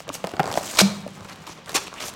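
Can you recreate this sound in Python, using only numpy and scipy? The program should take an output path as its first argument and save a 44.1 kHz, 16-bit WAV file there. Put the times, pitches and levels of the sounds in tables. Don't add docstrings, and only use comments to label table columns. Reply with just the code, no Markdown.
import sys
import numpy as np
from scipy import signal
from scipy.fft import rfft, irfft, next_fast_len
from scipy.io import wavfile
from scipy.ndimage import uniform_filter1d, map_coordinates

SR = 44100
rng = np.random.default_rng(int(sys.argv[2]) if len(sys.argv) > 2 else 0)


def natural_amplitude(level_db):
    exponent = np.asarray(level_db, float) / 20
    return 10 ** exponent


def waveform_to_disk(signal):
    frames = np.transpose(np.atleast_2d(signal))
    scaled = np.clip(frames, -1, 1) * 32767
    samples = np.round(scaled).astype(np.int16)
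    wavfile.write(sys.argv[1], SR, samples)


N = 94815


def unit(x):
    return x / np.sqrt(np.mean(x ** 2) + 1e-20)


def along(points, hz):
    f, v = np.transpose(points)
    return np.interp(np.log(hz + 1), np.log(f + 1), v)


def coloured(x, points, tilt_db=0.):
    m = next_fast_len(len(x) + 8192)
    hz = np.fft.rfftfreq(m, 1 / SR)
    level_db = along(points, hz) + tilt_db * np.log2(hz / 3000 + .05)
    cepstrum = irfft(np.log(np.maximum(natural_amplitude(level_db), 1e-6)), m)
    cepstrum[1:m // 2] *= 2
    cepstrum[m // 2 + 1:] = 0
    return irfft(rfft(x, m) * np.exp(rfft(cepstrum)), m)[:len(x)]


def wobble(rate):
    knots = rng.standard_normal(int(N * rate / SR) + 4)
    return map_coordinates(knots, [np.arange(N) * rate / SR])


def patchy(x, patchy_db):
    z = signal.stft(x, nperseg=128)[2]
    field = uniform_filter1d(rng.standard_normal(z.shape), size=4, axis=0)
    field = uniform_filter1d(field, size=5, axis=1)
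    return signal.istft(z * natural_amplitude(patchy_db * unit(field)), nperseg=128)[1][:len(x)]


def grains(count, per_s, spread_db, hiss):
    u = rng.random((3, count))
    breaks = u[0] < per_s / SR
    force_db = np.minimum(-spread_db * np.log(u[1] + 1e-9), 12)
    clicks = breaks * natural_amplitude(force_db) * np.sign(u[2] - .5)
    return unit(clicks) + hiss * rng.standard_normal(count)


def ring(hz, db, t60, t, rise_s):
    return natural_amplitude(db - 60 * t / t60) * np.sin(2 * np.pi * hz * t) * (1 - np.exp(-t / rise_s))


def add(out, s, x):
    part = out[max(round(s * SR), 0):][:len(x)]
    part += x[:len(part)]


# (frequency [Hz], level [dB])
HUSH_COLOUR = [(15, 4), (25, -5), (185, 6.5), (277, -2), (624, -9), (818, -14), (2910, -8.5), (5880, -18.5),
               (16000, -79)]


def hush():
    return natural_amplitude(-48) * unit(coloured(rng.standard_normal(N), HUSH_COLOUR))


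# (frequency [Hz], t60 [s])
ROOM_DECAY = [(150, 0.88), (1000, 0.47), (4000, 0.53), (12000, 0.23695)]


def room(x):
    out, step = np.zeros(N), SR // 8
    for i in range(0, N, step):
        hz, t, z = signal.stft(rng.standard_normal(SR // 2), SR, nperseg=256)
        decay = natural_amplitude(-60 * t / along(ROOM_DECAY, hz)[:, None])
        tail = signal.istft(z * decay, SR, nperseg=256)[1]
        tail /= np.linalg.norm(tail)
        add(out, i / SR + .004, signal.fftconvolve(x[i:i + step], tail))
    return out


# (time [s], level [dB], pitch [Hz])
WALL_THUMPS = [(0.102, -38.5, 103), (0.10049, -12, 1140), (.1, -21, 286), (0.24, -20, 177), (0.398, -12.5, 384),
               (0.4, -15, 152), (0.488, -26, 110), (0.8015, 0.5, 1500), (1.492, -28, 343.85), (1.2, -33, 92.39),
               (1.064, -14.5, 585.93), (.812, -9, 346), (1.061, -23, 240), (1.755, -14, 460)]


def thumps():
    out, t = np.zeros(N), np.arange(SR) / SR
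    for s, db, hz in WALL_THUMPS:
        add(out, s, ring(hz, db, 11 / hz, t, 0.84 / hz))
    return out


# (frequency [Hz], level [dB], t60 [s])
BOX_MODES = [(111, -28.5, 0.2162), (191.2, -9.5, 0.25), (202.2, -11.5, 0.25756), (151.8, -27.5, 0.3784),
             (383.86, -28, 0.19), (187.7, -33.5, 1.72), (202.3, -26.5, 0.92), (106, -44, 2.3),
             (159.3, -42.5, 3.5)]


def boom():
    out, t = np.zeros(N), np.arange(SR) / SR
    settle = np.minimum(t / .6, 1) ** 2
    box = np.zeros(SR)
    for k, (hz, db, t60) in enumerate(BOX_MODES):
        unsteady = natural_amplitude(3 * settle * wobble(23)[:SR])
        box += (-1) ** k * ring(hz, db, t60, t, 0.002708) * unsteady
    add(out, .812, box)
    return out


CLUMP_DB = 2.5
# (time [s], fizz level [dB], creak level [dB])
STRAIN = [(0, -48.5, -58), (.07, -63, -45), (.2, -51.5, -46), (0.381, -57.5, -44.5), (0.491, -47.5, -37.5),
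          (.6, -40.5, -42), (.76, -34, -39.5), (.86, -40.5, -36), (1.05, -55.5, -48.5), (1.52, -55.5, -48),
          (1.63, -66, -54.5), (1.688, -47.5, -40), (1.84, -46, -43), (1.91, -58.5, -48.5),
          (2.0, -44, -40.5), (2.15, -62, -47.5)]
# (frequency [Hz], level [dB])
FIZZ_COLOUR = [(880, -8), (1500, 0), (1850, 0.5), (3220, 0.5), (4460, 0), (7760, 2), (11000, -8.5),
               (16000, -12)]
# (frequency [Hz], level [dB])
CREAK_COLOUR = [(35, 14), (60, -19), (193, 2), (309, 2), (674, 2), (1200, 2.5), (1470, -4), (1620, -4.5),
                (2500, -15), (3250, -58), (5500, -120)]


def pull():
    s, fizz_db, creak_db = np.transpose(STRAIN)
    t = np.arange(N) / SR
    fizz = unit(patchy(coloured(grains(N, 1200, 8.0, 0.53), FIZZ_COLOUR), CLUMP_DB))
    fizz *= natural_amplitude(np.interp(t, s, fizz_db) + 1.9885 * wobble(41.23))
    creak = unit(coloured(grains(N, 270, 6.8, 1.0), CREAK_COLOUR))
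    creak *= natural_amplitude(np.interp(t, s, creak_db) + 2.3 * wobble(30.5))
    return fizz + creak


# (time [s], length [s], level [dB], start pitch [Hz], end pitch [Hz])
TEAR_RUNS = [
    (0.8, .022, -16, 2780, 6500),
    (1.283, 0.046, -42, 1900, 1420),
    (.64, 0.074, -42.5, 6800, 7600),
    (1.665, 0.0605, -40.5, 1000, 1200),
    (1.495, 0.033, -48.5, 5800, 5800),
    (1.956, 0.046, -41.5, 2151, 2900),
    (1.995, 0.087, -41.5, 819.8, 1239.9),
    (2.0, 0.097, -42.5, 4100, 7700),
]


def runs():
    out = np.zeros(N)
    width_hz = 700
    band = [(width_hz, 0), (4 * width_hz, -24), (20000, -60)]
    for s, length, db, from_hz, to_hz in TEAR_RUNS:
        u = np.arange(SR // 8) / SR / length
        swing = coloured(grains(len(u), 3600, 5.8, 0.46), band)
        glide = np.sin(2 * np.pi * np.cumsum(from_hz + (to_hz - from_hz) * u) / SR)
        swell = np.abs(np.sin(np.pi * np.clip(u, 0, 1))) ** 0.554 * (u < 1)
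        add(out, s, natural_amplitude(db) * swell * unit(swing * glide))
    return out


# (time [s], level [dB], pitch [Hz])
PARTING = [(.0915, -20, 2940), (.2715, -28, 8500), (.2415, -24, 2200), (1.483, -40, 13000),
           (.153, -22, 7000), (.293, -31.5, 4486), (.3675, -29, 5000), (.390, -41.5, 4000),
           (0.4318, -22.5, 4992), (.457, -20, 4975), (.463, -34, 7000), (0.468, -24, 4440),
           (.4862, -32, 9000), (.516, -28.5, 6500), (.527, -19, 8000), (.5405, -24, 5000),
           (.5515, -27, 6021), (.555, -19, 7500), (.566, -24, 8000), (.569, -30, 8000), (.572, -25, 8000),
           (.582, -26, 7999), (.586, -24, 7000), (.678, -24.5, 3230), (.7135, -22.5, 7000),
           (0.7502, -18, 5060), (0.776, -15, 4141), (0.7855, -14, 4000), (0.791, -13, 7400),
           (0.7902, -1, 4000), (.799, -19, 3300), (0.8064, -12, 2600), (.8095, -6, 5473),
           (1.324, -40, 3000), (1.442, -37.5, 1520), (1.495, -31, 1010), (1.6453, -38.5, 4905),
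           (1.6762, -35, 2004), (1.7468, -20, 2250), (1.7571, -17, 2740), (1.8717, -26.5, 2600),
           (1.881, -26.5, 3000), (1.918, -34, 1110), (1.929, -27.5, 1130), (1.9407, -23.5, 6900),
           (1.9716, -36, 7500), (2.0061, -21.5, 2350), (2.0714, -30.5, 6986), (2.0835, -15.5, 6960)]


def fibres():
    out, t = np.zeros(N), np.arange(SR // 40) / SR
    for s, db, hz in PARTING:
        t60 = 15 / hz
        add(out, s, ring(hz, db, t60, t, 0.00006) + ring(hz * 1.26, db - 5, t60, t, 0.00006))
    return out


# (time [s], rise [s], hold [s], level [dB], brightness [dB per octave])
TEARS = [(0.117, 0.033, 0.0025, -31, 6), (0.557, 0.00949, 0.02297, -36, 6.5),
         (.765, 0.028, 0.00434, -20.5, 2.5), (.787, 0.0041305, 0.002, -6.5, 2),
         (.794, 0.0049, 0.013, -15, 2), (0.804, .005, 0.005, -16, 6), (1.242, 0.0093, 0.0047, -40, -3.5),
         (1.278, 0.01191, 0.042, -42, -0.0938), (1.462, .004, 0.067, -42.5, 0),
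         (1.554, 0.018, 0.018, -47.5, -1.5), (1.687, 0.01254, 0.008, -38.5, 0),
         (1.74, 0.0099, 0.0019, -18.5, 2.0665), (1.752, 0.004401, 0.011, -17, 3),
         (1.768, 0.002292, 0.014, -26, 0), (1.86, 0.0089, 0.01, -43, 1),
         (1.995, 0.0097, 0.036, -33.5, 0.73), (2.037, 0.016, 0.04031, -36, 7)]
# (frequency [Hz], level [dB])
TEAR_COLOUR = [(180, -11.5), (300, -1), (1230, 2.5), (1720, -7.5), (2320, 0.5), (2650, -2.5), (6300, -6.5),
               (14200, -23.5), (16000, -34.5)]


def rips():
    out, t = np.zeros(N), np.arange(SR // 5) / SR
    for s, rise, hold, db, tilt_db in TEARS:
        t60 = 0.015314 + 1.693 * rise
        release = natural_amplitude(-60 * np.maximum(t - rise - hold, 0) / t60)
        shape = np.clip(t / rise, 0, 1) ** 1.24 * release
        tearing = coloured(grains(len(t), 5000, 4.5, 0.36), TEAR_COLOUR, tilt_db)
        add(out, s, natural_amplitude(db) * shape * unit(patchy(tearing, CLUMP_DB)))
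    return out


# (time [s], crack level [dB], box knock level [dB], knock pitch [Hz])
GLUE_SNAPS = [(0.0024, -23.5, -34, 646.3), (0.0787, -27, -31, 687.3), (0.0902, -21.5, -27, 580),
              (0.1519, -20, -32.5, 590), (0.2404, -22, -19.5, 627), (0.2464, -22, -28.5, 550),
              (0.2701, -18, -25.5, 615), (0.2922, -26, -39.5, 665), (0.3096, -31.5, -32, 1049),
              (0.3154, -27, -38.5, 634), (0.3364, -36, -24.5, 347), (0.3664, -26, -30.5, 726),
              (0.3785, -44, -33.5, 680), (0.3944, -20, -8, 730), (0.4005, -17.5, -14, 640),
              (0.4306, -24, -25.5, 732), (0.4404, -24, -24.5, 670), (0.4559, -25, -27, 370),
              (0.4663, -25, -27, 755), (0.4753, -19, -23.5, 766), (0.4854, -28, -27, 562.5),
              (0.5004, -29, -22, 660), (0.5142, -17.5, -24, 796), (0.526, -15, -24.5, 570),
              (0.5396, -17.5, -26, 596), (0.5541, -22, -22.5, 655), (0.5736, -15, -16, 685)]
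# (time [s], crack level [dB], box knock level [dB], knock pitch [Hz])
CARD_TICKS = [(0.7715, -11, -29.5, 1148), (0.7872, -3, -23, 1190), (0.8125, -22, -16, 602.3),
              (1.0768, -29, -34, 554), (1.1722, -41, -40.5, 770), (1.2067, -33, -56, 320),
              (1.2466, -31, -43, 1020), (1.296, -27.5, -42.5, 641), (1.3578, -32, -50, 703),
              (1.4685, -25, -44, 1078), (1.4743, -26, -35, 1140), (1.6443, -53, -56.5, 460.8),
              (1.6593, -27, -49, 1059), (1.6931, -18, -39, 1122), (1.7175, -23, -49.5, 447),
              (1.73, -26, -37, 347.6), (1.8695, -28.5, -44.5, 581.7), (1.8793, -27, -38, 1170),
              (1.9244, -58, -40, 560), (1.9394, -33, -36, 1120), (2.0826, -21, -32, 573),
              (2.099, -28, -59, 1120), (2.1374, -26, -61, 1120)]
# (frequency [Hz], level [dB])
CRACK_COLOUR = [(200, -21), (900, -0.5), (3000, 6), (5500, 4), (9000, -3), (16000, -15)]
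# (pitch ratio [1], level [dB], relative ring time [1])
KNOCK_MODES = [(0.302, -16.5, 2.85), (1.011, -0.5, 1.34), (1.501, -2, 0.09), (2.2, -27, 0.19)]
# (frequency [Hz], level [dB])
RATTLE_COLOUR = [(100, -24), (300, 2.5), (700, 7), (1300, -2.5), (3000, -15.5), (7000, -36)]


def snaps():
    out, t = np.zeros(N), np.arange(SR // 10) / SR
    crack_t60, knock_t60, rattle_t60 = .0055, .014, 0.033
    for s, crack_db, knock_db, hz in list(GLUE_SNAPS) + list(CARD_TICKS):
        z = rng.standard_normal((2, len(t)))
        tilt_db = np.clip(0.049 * (crack_db - knock_db - 3), -3, 3)
        burst = natural_amplitude(-60 * t / crack_t60) * z[0] + 4 * (t == 0)
        crack = coloured(burst, CRACK_COLOUR, tilt_db)
        crack /= np.abs(crack).max()
        knock = np.zeros(len(t))
        for ratio, db, ring_time in KNOCK_MODES:
            mode_hz = hz * ratio * rng.normal(1, 0.042)
            mode_db = db + rng.normal(0, 1.496)
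            knock += ring(mode_hz, mode_db, knock_t60 * ring_time, t, 0.00068)
        rattle = natural_amplitude(-8 - 60 * t / rattle_t60) * unit(coloured(z[1], RATTLE_COLOUR))
        add(out, s + 0.00087, natural_amplitude(crack_db) * crack + natural_amplitude(knock_db + 8) * (knock + rattle))
    return out


def scene():
    card = snaps() + rips() + pull() + fibres() + runs()
    background = hush()
    box_and_table = boom() + thumps()
    reflections = natural_amplitude(-12.5) * room(card)
    return (card + box_and_table + reflections + background)[None]


def band_limit(x):
    return signal.sosfilt(signal.butter(12, 16310, fs=SR, output="sos"), x)


def record(dry):
    low_cut = signal.butter(4, 54, "high", fs=SR, output="sos")
    mix = np.clip(signal.sosfilt(low_cut, dry), -1, 1)
    return band_limit(mix)


dry = scene()
out = record(dry)
waveform_to_disk(out)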